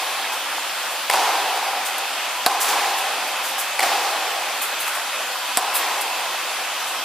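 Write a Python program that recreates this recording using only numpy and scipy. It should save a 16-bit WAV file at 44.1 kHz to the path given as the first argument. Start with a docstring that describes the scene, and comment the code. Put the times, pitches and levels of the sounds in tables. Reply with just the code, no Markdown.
"""A tennis rally in a large hall, heard by two small close-set microphones behind one baseline.
First an earlier stroke rings on over ventilation hiss that lasts throughout; shoes scuff, the ball bounces twice.
Then far, near, far and near strokes follow, with bounces and scuffs between and a faint whistle before each near one.
Each stroke is a noise crack and a decaying hollow pop, with single echoes and dense noise for the hall.
Bounces are dull pops, scuffs and one far-wall return are treble puffs; scuffs and hall remain at the end."""
import sys
import numpy as np
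from scipy import signal
from scipy.fft import rfft, irfft
from scipy.io import wavfile
from scipy.ndimage import uniform_filter1d

SR = 44100
rng = np.random.default_rng(int(sys.argv[2]) if len(sys.argv) > 2 else 0)


def unload_audio(sound):
    """Save the sound as a 16-bit wav file, at the path given as the first command line argument."""
    columns = np.transpose(np.atleast_2d(sound))
    # keep every value between -1 and 1, then stretch to whole-number steps
    steps = np.round(np.clip(columns, -1, 1) * 32767)
    wavfile.write(sys.argv[1], SR, steps.astype(np.int16))


N = 310464


def strokes():
    """A racket blow sends out crack, pop and thump; floor, walls and hall throw crack and pop back."""
    # Strokes at either end; where the ball meets the strings sets knocks and hollow tones: (time [s],
    # end of the court, crack level [dB], crack tilt on a path of no length [dB/octave],
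    # knock before bending [Hz], its level over the snap on a path of no length [dB],
    # upper knock and its level likewise [Hz], [dB],
    # pop peak [dB], hollow tone before bending [Hz], upper tone likewise [Hz], upper tone over lower [dB],
    # thump level [dB], echo crack offset, of which pops take half [dB], hall level [dB])
    blows = [(1.0968, "far", -16, -2, 2210, 1, 2840, 0, -7.5, 780, 990, -4, -42, 2, -21.5),
             (2.462, "near", -3, -1, 4270, 2, 5060, 0, -3, 775, 1050, -4.5, -15, -0.5, -25.5),
             (3.791, "far", -20, -1.5, 2130, 10.5, 4520, 0, -10.5, 747, 1110, -11, -46, 4.5, -22.5),
             (5.5714, "near", -5.5, -0.5, 4600, -11, 8020, 1, -8.5, 760, 1010, -1, -15.5, 2, -29.5)]
    # Single echoes from floor, walls and opposite end, by end of the court:
    # (delay [s], crack against direct before the offset [dB], pop against direct before the offset [dB])
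    echo_paths = {"far": [(.0027, 5.5, 0), (.0135, -1, -6), (.031, -9, -9), (.036, -9, -20),
                  (.039, -3, -17), (.0437, -6, 2), (.049, -9, -4), (.055, -10, -4), (.063, -11, -8),
                  (.072, -12, -5)], "near": [(.005, -8, -1), (.009, -16, -6), (.013, -15, -4),
                  (.017, -19, -6), (.0215, -19, -7), (.034, -26, -10), (.053, -24, -11), (.182, -19, -22),
                  (.192, -22, -20)]}
    # Swells of dense reflections, by end; near strokes come back late from the far wall:
    # (delay [s], rise [s], level [dB], share of the hall t60 [1], hollow tone over the colour [dB])
    reflections = {"far": [(.007, 0.0075, 0, 1, 16.5), (.036, 0.02, 5.5, 0.13, 8)],
                   "near": [(0.015, 0.014, 7, 0.25, 14), (0.21, 0.043, 2.5, 1, 14),
                   (0.19, 0.027, 7.5, 0.18, -12)]}
    # Crack echoes no later than this belong to the blow and take no offset, by end: delay [s]
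    blow_end = {"far": .004, "near": 0}
    crack_s = 0.0015  # on a path of no length
    smear = 1.3  # share by which the crack grows along a 14 ms path
    bend_share = .05  # bound on the shift of hollow tones; knocks take its fourth power
    linger_db = -31.5

    out = np.zeros((2, N))
    for (s, end, crack_db, tilt_db, knock_hz, knock_db, high_knock_hz, high_knock_db,
         pop_db, low_hz, high_hz, high_db, thump_db, echo_db, hall_db) in blows:
        paths = [(0.00053, 0, 0)]  # direct sound
        for delay, path_crack_db, path_pop_db in echo_paths[end]:
            offset_db = echo_db * (delay > blow_end[end])
            paths.append((delay, path_crack_db + offset_db, path_pop_db + .5 * echo_db))

        for delay, path_crack_db, path_pop_db in paths:
            late = np.sqrt(delay / 0.014)  # longer paths smear and dull the crack
            # pitches shift at random from path to path
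            bend = 1 + bend_share * min(late, 1) * rng.uniform(-0.8, 1, 4)
            knocks = [(knock_hz * bend[0] ** 4, knock_db - 4 * late),
                      (high_knock_hz * bend[1] ** 4, high_knock_db - 4 * late)]
            snap = crack(crack_s * (1 + smear * late), tilt_db - 0.67 * late, knocks)
            add(out, s + delay, gain_of(crack_db + path_crack_db) * snap)
            hollow = pop(low_hz * bend[2], high_hz * bend[3], high_db)
            # the ball springs back just after the crack
            add(out, s + delay + 0.00123, gain_of(pop_db + path_pop_db) * hollow)

        add(out, s, gain_of(thump_db) * thump())
        add(out, s, gain_of(hall_db) * hall(reflections[end], low_hz, high_hz, high_db))

    # the hall still rings from a stroke before the start
    add(out, 0, gain_of(linger_db) * hall([(-0.27, .03, 5.9, 0.89, 10.0)], 770, 1080, -2.5))
    return out


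def crack(length, tilt_db, knocks):
    """Strings and felt snap: a short burst of bright noise, a ragged tail and rough knocks of the frame."""
    # Colour of the snap before its tilt: (frequency [Hz], level per Hz [dB])
    snap_colour = [(400, -26), (1000, -6), (2000, -3), (3500, -2), (5000, 0), (6200, -12), (7500, -1),
                   (11000, -2), (15000, -8)]
    rattle_db, rattle_s = -12, .007  # tail under the blow, and its time to fall to 1/e

    t = np.arange(2048) / SR
    rise = 1 - np.exp(-t / .0006)
    blow = np.exp(-(t / length) ** 2)
    rattle = gain_of(rattle_db) * np.exp(-t / rattle_s)

    def colour(hz):
        return read(snap_colour, hz) + tilt_db * np.log2(np.maximum(hz, 400) / 4000)

    snap = hiss(len(t), colour) * (blow + rattle)
    for hz, db in knocks:
        # fast pitch waver makes the knock rough
        waver = 1 + .11 * evened(uniform_filter1d(rng.standard_normal((2, len(t))), 7))
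        cycles = np.cumsum(hz * waver, 1) / SR + rng.random((2, 1))
        snap = snap + gain_of(db) * blow * np.sin(2 * np.pi * cycles)
    return ahead(snap * rise, -15)


def pop(low_hz, high_hz, high_db):
    """The hollow ball and the frame ring in a few quickly dying modes after a soft squeeze."""
    # Overtones of ball and frame: (frequency [Hz], level against the low tone [dB], t60 [s])
    overtones = [(1560, -5.5, 0.013), (2370, -18, 0.0056)]
    hollow_t60 = .022  # s

    t = np.arange(2048) / SR
    modes = [(low_hz, 0, hollow_t60), (high_hz, high_db, hollow_t60)] + overtones
    ring = sum(gain_of(db - 60 * t / t60) * np.sin(2 * np.pi * hz * t) for hz, db, t60 in modes)
    ring *= (1 - np.exp(-t / 0.00073)) ** 2  # soft squeeze
    return ahead(np.array([ring, -ring]) / abs(ring).max(), -13)


def thump():
    """The racket frame flexes at a low pitch and dies within a few cycles."""
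    flex_hz, flex_t60 = 271, 0.017  # Hz, s
    t = np.arange(4096) / SR
    flex = np.sin(2 * np.pi * flex_hz * t) * (1 - np.exp(-t / 0.001)) * gain_of(-60 * t / flex_t60)
    return ahead(np.array([flex, flex]), -6)


def hall(swells, low_hz, high_hz, high_db):
    """Dense reflections carry the hollow tones in swells; each band then dies at its own speed."""
    # Decay of the hall: (frequency [Hz], t60 [s])
    decay = [(200, 0.32), (500, 5.07), (800, 3.5), (1500, 9), (3000, 4.1), (6000, 2.1), (12000, 2)]
    # What a stroke feeds the hall: (frequency [Hz], level per Hz [dB])
    feed = [(100, -56), (200, -19), (400, -11.5), (620, -12), (900, -6), (1500, -13.5), (2500, -13.5),
            (5000, -14.5), (7000, -19), (15000, -26.5)]
    ring_width_hz = 82  # hollow tones as the hall carries them
    upper_fade_db_per_s = 11  # the upper tone leaves the hall sooner

    hz, t, z = signal.stft(hiss(3 * SR, lambda hz: read(feed, hz)), SR, nperseg=512)
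    lower = peak(hz, low_hz, ring_width_hz)[:, None]
    upper_gain = gain_of(high_db + 1.0 - upper_fade_db_per_s * t)
    ring = lower + upper_gain * peak(hz, high_hz, ring_width_hz)[:, None]

    power = 0
    for delay, rise, db, share, hollow_db in swells:
        age = np.maximum(t - delay, 0)
        t60 = (share * read(decay, hz))[:, None]
        fade = gain_of(2 * (db - 60 * age / t60)) * (1 - np.exp(-age / rise)) ** 2
        power = power + fade * (1 + gain_of(2 * hollow_db) * ring ** 2)
    return ahead(signal.istft(z * np.sqrt(power), SR, nperseg=512)[1], -2.9)


def bounces():
    """The ball hits the court with a dull pop, a tick and a little hall."""
    # Bounces on the court: (time [s], pop peak [dB], hollow tone [Hz], tick against the pop peak [dB])
    landings = [(0.328, -31, 1010, -12), (0.58, -16.5, 895, -16), (1.575, -15, 760, -12),
                (3.225, -14, 827, -16), (3.58, -19, 805, -14), (4.88, -17.5, 930, -3),
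                (5.356, -16.5, 1050, -18)]
    hall_db = -28  # against the pop peak

    out = np.zeros((2, N))
    for s, db, hz, tick_db in landings:
        tones = hz, 1.41 * hz, -5
        tick = gain_of(tick_db) * crack(.002, -3, [(2200, -4)])
        add(out, s, gain_of(db) * (pop(*tones) + tick))
        add(out, s, gain_of(db + hall_db) * hall([(.012, .02, 0, 0.19, 12)], *tones))
    return out


def scuffs_and_return():
    """Soles drag over gritty paint and the far wall returns a stroke: treble puffs that swell and fade."""
    # Shoe scuffs, and at 2.642 s a broad return of the near stroke from the far wall:
    # (time [s], level [dB], rise [s], lower edge [Hz])
    puffs = [(.0, -39, 0.027, 5000), (0.311, -33, 0.027, 3000), (0.899, -36, .02, 6000),
             (1.551, -35, 0.012, 5000), (1.848, -28.5, 0.02, 5960), (1.981, -27.5, 0.0016, 6460),
             (2.598, -20.5, 0.022, 4400), (2.642, -26.5, 0.059, 3000), (2.961, -32, 0.032, 6500),
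             (3.26, -38, 0.024, 6000), (3.42, -31.5, 0.044, 5030), (3.464, -32.5, 0.026, 5000),
             (3.576, -25.5, 0.026, 6000), (4.609, -25, 0.022, 7500), (4.791, -28, 0.023, 8060),
             (4.845, -33, 0.043, 6000), (4.93, -34.5, .028, 7000), (5.734, -21.5, 0.031, 8950),
             (5.75, -38, .006, 4300), (6.009, -25.5, .005, 7400), (6.861, -36, 0.03, 4900)]
    top_hz = 14200
    usual_t60, usual_rise = 0.2, 0.025  # s; slower puffs fade longer

    out, t = np.zeros((2, N)), np.arange(16384) / SR
    for s, db, rise, low_hz in puffs:
        def colour(hz):
            return -10 * np.log10((1 + (low_hz / (hz + 1)) ** 8) * (1 + (hz / top_hz) ** 8))

        t60 = usual_t60 * np.sqrt(rise / usual_rise)
        rush = hiss(len(t), colour)
        grit = gain_of(1.5 * evened(uniform_filter1d(rng.standard_normal(len(t)), 30)))
        onset = np.sin(np.pi / 2 * np.clip(t / rise, 0, 1))
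        swell = onset * gain_of(db - 60 * np.maximum(t - rise, 0) / t60)
        add(out, s, swell * rush * grit)
    return ahead(out, -7.0)


def swings():
    """The near racket whistles: a wavering tone with an airy edge swells and dies before the stroke."""
    # Swings of the near racket: (time [s], length [s], level [dB])
    whistles = [(2.32, 0.126, -32), (5.404, 0.133, -32.5)]
    whistle_hz, rise_s = 994, 0.018  # mean pitch; straight rise under a rounded window

    out = np.zeros((2, N))
    for s, length, db in whistles:
        t = np.arange(0, length, 1 / SR)
        waver = evened(uniform_filter1d(rng.standard_normal(SR), 900))[:len(t)]
        tone = np.sin(2 * np.pi * np.cumsum(whistle_hz * (1 + 0.0073 * waver)) / SR)
        edge = hiss(SR, lambda hz: 20 * np.log10(peak(hz, whistle_hz, 60)))[:, :len(t)]
        swell = np.minimum(t / rise_s, 1) * signal.windows.tukey(len(t), .2)
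        add(out, s, gain_of(db) * (0.98 * tone + 0.5 * edge) * swell)
    return out


def ventilation():
    """Moving air makes a wide hiss with drifting patches, broad bands and faint thin steady lines."""
    # Colour of the hiss: (frequency [Hz], level per Hz [dB])
    air_colour = [(35, -74), (60, -33.5), (189, -17), (233, -19.5), (262, -13.5), (408, -14), (448, -19),
                  (492, -5.5), (767, -0.5), (1580, -2), (1780, -4), (2580, -4), (5860, -13), (14600, -19.5),
                  (16000, -69)]
    # Thin lines and broad bands in the hiss: (frequency [Hz], width [Hz], level [dB])
    lines_and_bands = [(2655, 11, -44), (3008, 16, -52), (3294, 16, -51), (3517, 16, -52), (3738, 16, -52),
                       (2543, 83, -41), (3190, 1030, -37.5), (4610, 980, -43.5)]
    air_db = -27.5

    hz, t, z = signal.stft(hiss(N + SR, lambda hz: read(air_colour, hz)), SR, nperseg=512)
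    patches = rng.standard_normal(z.shape[1:])
    patches = evened(uniform_filter1d(uniform_filter1d(patches, 8, 0), 14, 1))
    air = signal.istft(z * gain_of(1.28 * patches), SR, nperseg=512)[1][:, :N]
    out = gain_of(air_db) * evened(air)
    for centre_hz, width_hz, db in lines_and_bands:
        out += gain_of(db) * hiss(N, lambda hz: 20 * np.log10(peak(hz, centre_hz, width_hz)))
    return out


def gain_of(db):
    """Decibels to an amplitude factor."""
    return 10 ** (np.asarray(db) / 20)


def evened(x):
    """Scales to rms 1 over all rows together."""
    return x / np.sqrt(np.mean(x ** 2) + 1e-20)


def read(points, hz):
    """Reads a spectrum on a log-frequency axis."""
    f, value = np.transpose(points)
    return np.interp(np.log(hz + 1), np.log(f + 1), value)


def peak(hz, centre_hz, width_hz):
    """Amplitude bell around a centre, top 1, with its full width at half amplitude."""
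    return 1 / (1 + (2 * (hz - centre_hz) / width_hz) ** 2)


def coloured(x, db_of):
    """Filters rows by a gain in dB given as a function of frequency."""
    size = x.shape[-1]
    return irfft(rfft(x) * gain_of(db_of(np.fft.rfftfreq(size, 1 / SR))), size)


def hiss(size, db_of):
    """Two unrelated coloured noises of joint rms 1: one for the mid, one for the side."""
    return evened(coloured(rng.standard_normal((2, size)), db_of))


def ahead(x, side_db):
    """Sound from ahead reaches both microphones more alike: the side row is scaled down."""
    return x * [[1], [gain_of(side_db)]]


def add(mix, s, sound):
    """Mixes a mid-and-side sound in at time s, cut at the end of the mix."""
    part = mix[:, round(s * SR):][:, :sound.shape[1]]
    part += sound[:, :part.shape[1]]


def scene():
    """Two close microphones hear the bass alike and the treble apart."""
    # Gain of the side signal: (frequency [Hz], level [dB])
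    width = [(60, -23), (100, -27), (180, -40), (310, -24), (550, -20), (950, -20.5), (1650, -19.5),
             (2860, -10), (4970, -4), (8640, 4), (15000, 3.5)]
    # The microphones differ a little: (frequency [Hz], left minus right [dB])
    lean = [(60, 1), (240, -0.5), (950, 0), (3770, -0.5), (15000, 1)]
    mid, side = strokes() + bounces() + scuffs_and_return() + swings() + ventilation()
    side = coloured(side, lambda hz: read(width, hz))
    left_right = np.array([mid + side, mid - side])
    return coloured(left_right, lambda hz: read(lean, hz) * [[.5], [-.5]])


def record(dry):
    """Gain control ducks loud strokes and recovers; soft clipping; small microphones lose bass; band limit."""
    edge_hz = 15280
    # power of both channels over the last 3 ms
    power_db = 10 * np.log10(abs(uniform_filter1d((dry ** 2).mean(0), 131, origin=65)) + 1e-12)
    fall = np.arange(N) * 60. 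/ SR  # held peaks sink by 60 dB a second
    held_db = np.maximum.accumulate(power_db + fall) - fall
    over_db = np.maximum(held_db + 15, 0)  # excess over -15 dB
    slow = np.exp(-1 / (0.0039 * SR))  # the gain takes a few milliseconds to move
    cut_db = .62 * signal.lfilter([1 - slow], [1, -slow], over_db)
    ducked = np.tanh(dry / gain_of(cut_db))
    thin = signal.sosfilt(signal.butter(2, 240, "high", fs=SR, output="sos"), ducked)
    band_limit = signal.firwin(511, edge_hz, window=("kaiser", 9), fs=SR)
    return signal.oaconvolve(thin, band_limit[None], "same")


dry = scene()
out = record(dry)
unload_audio(out)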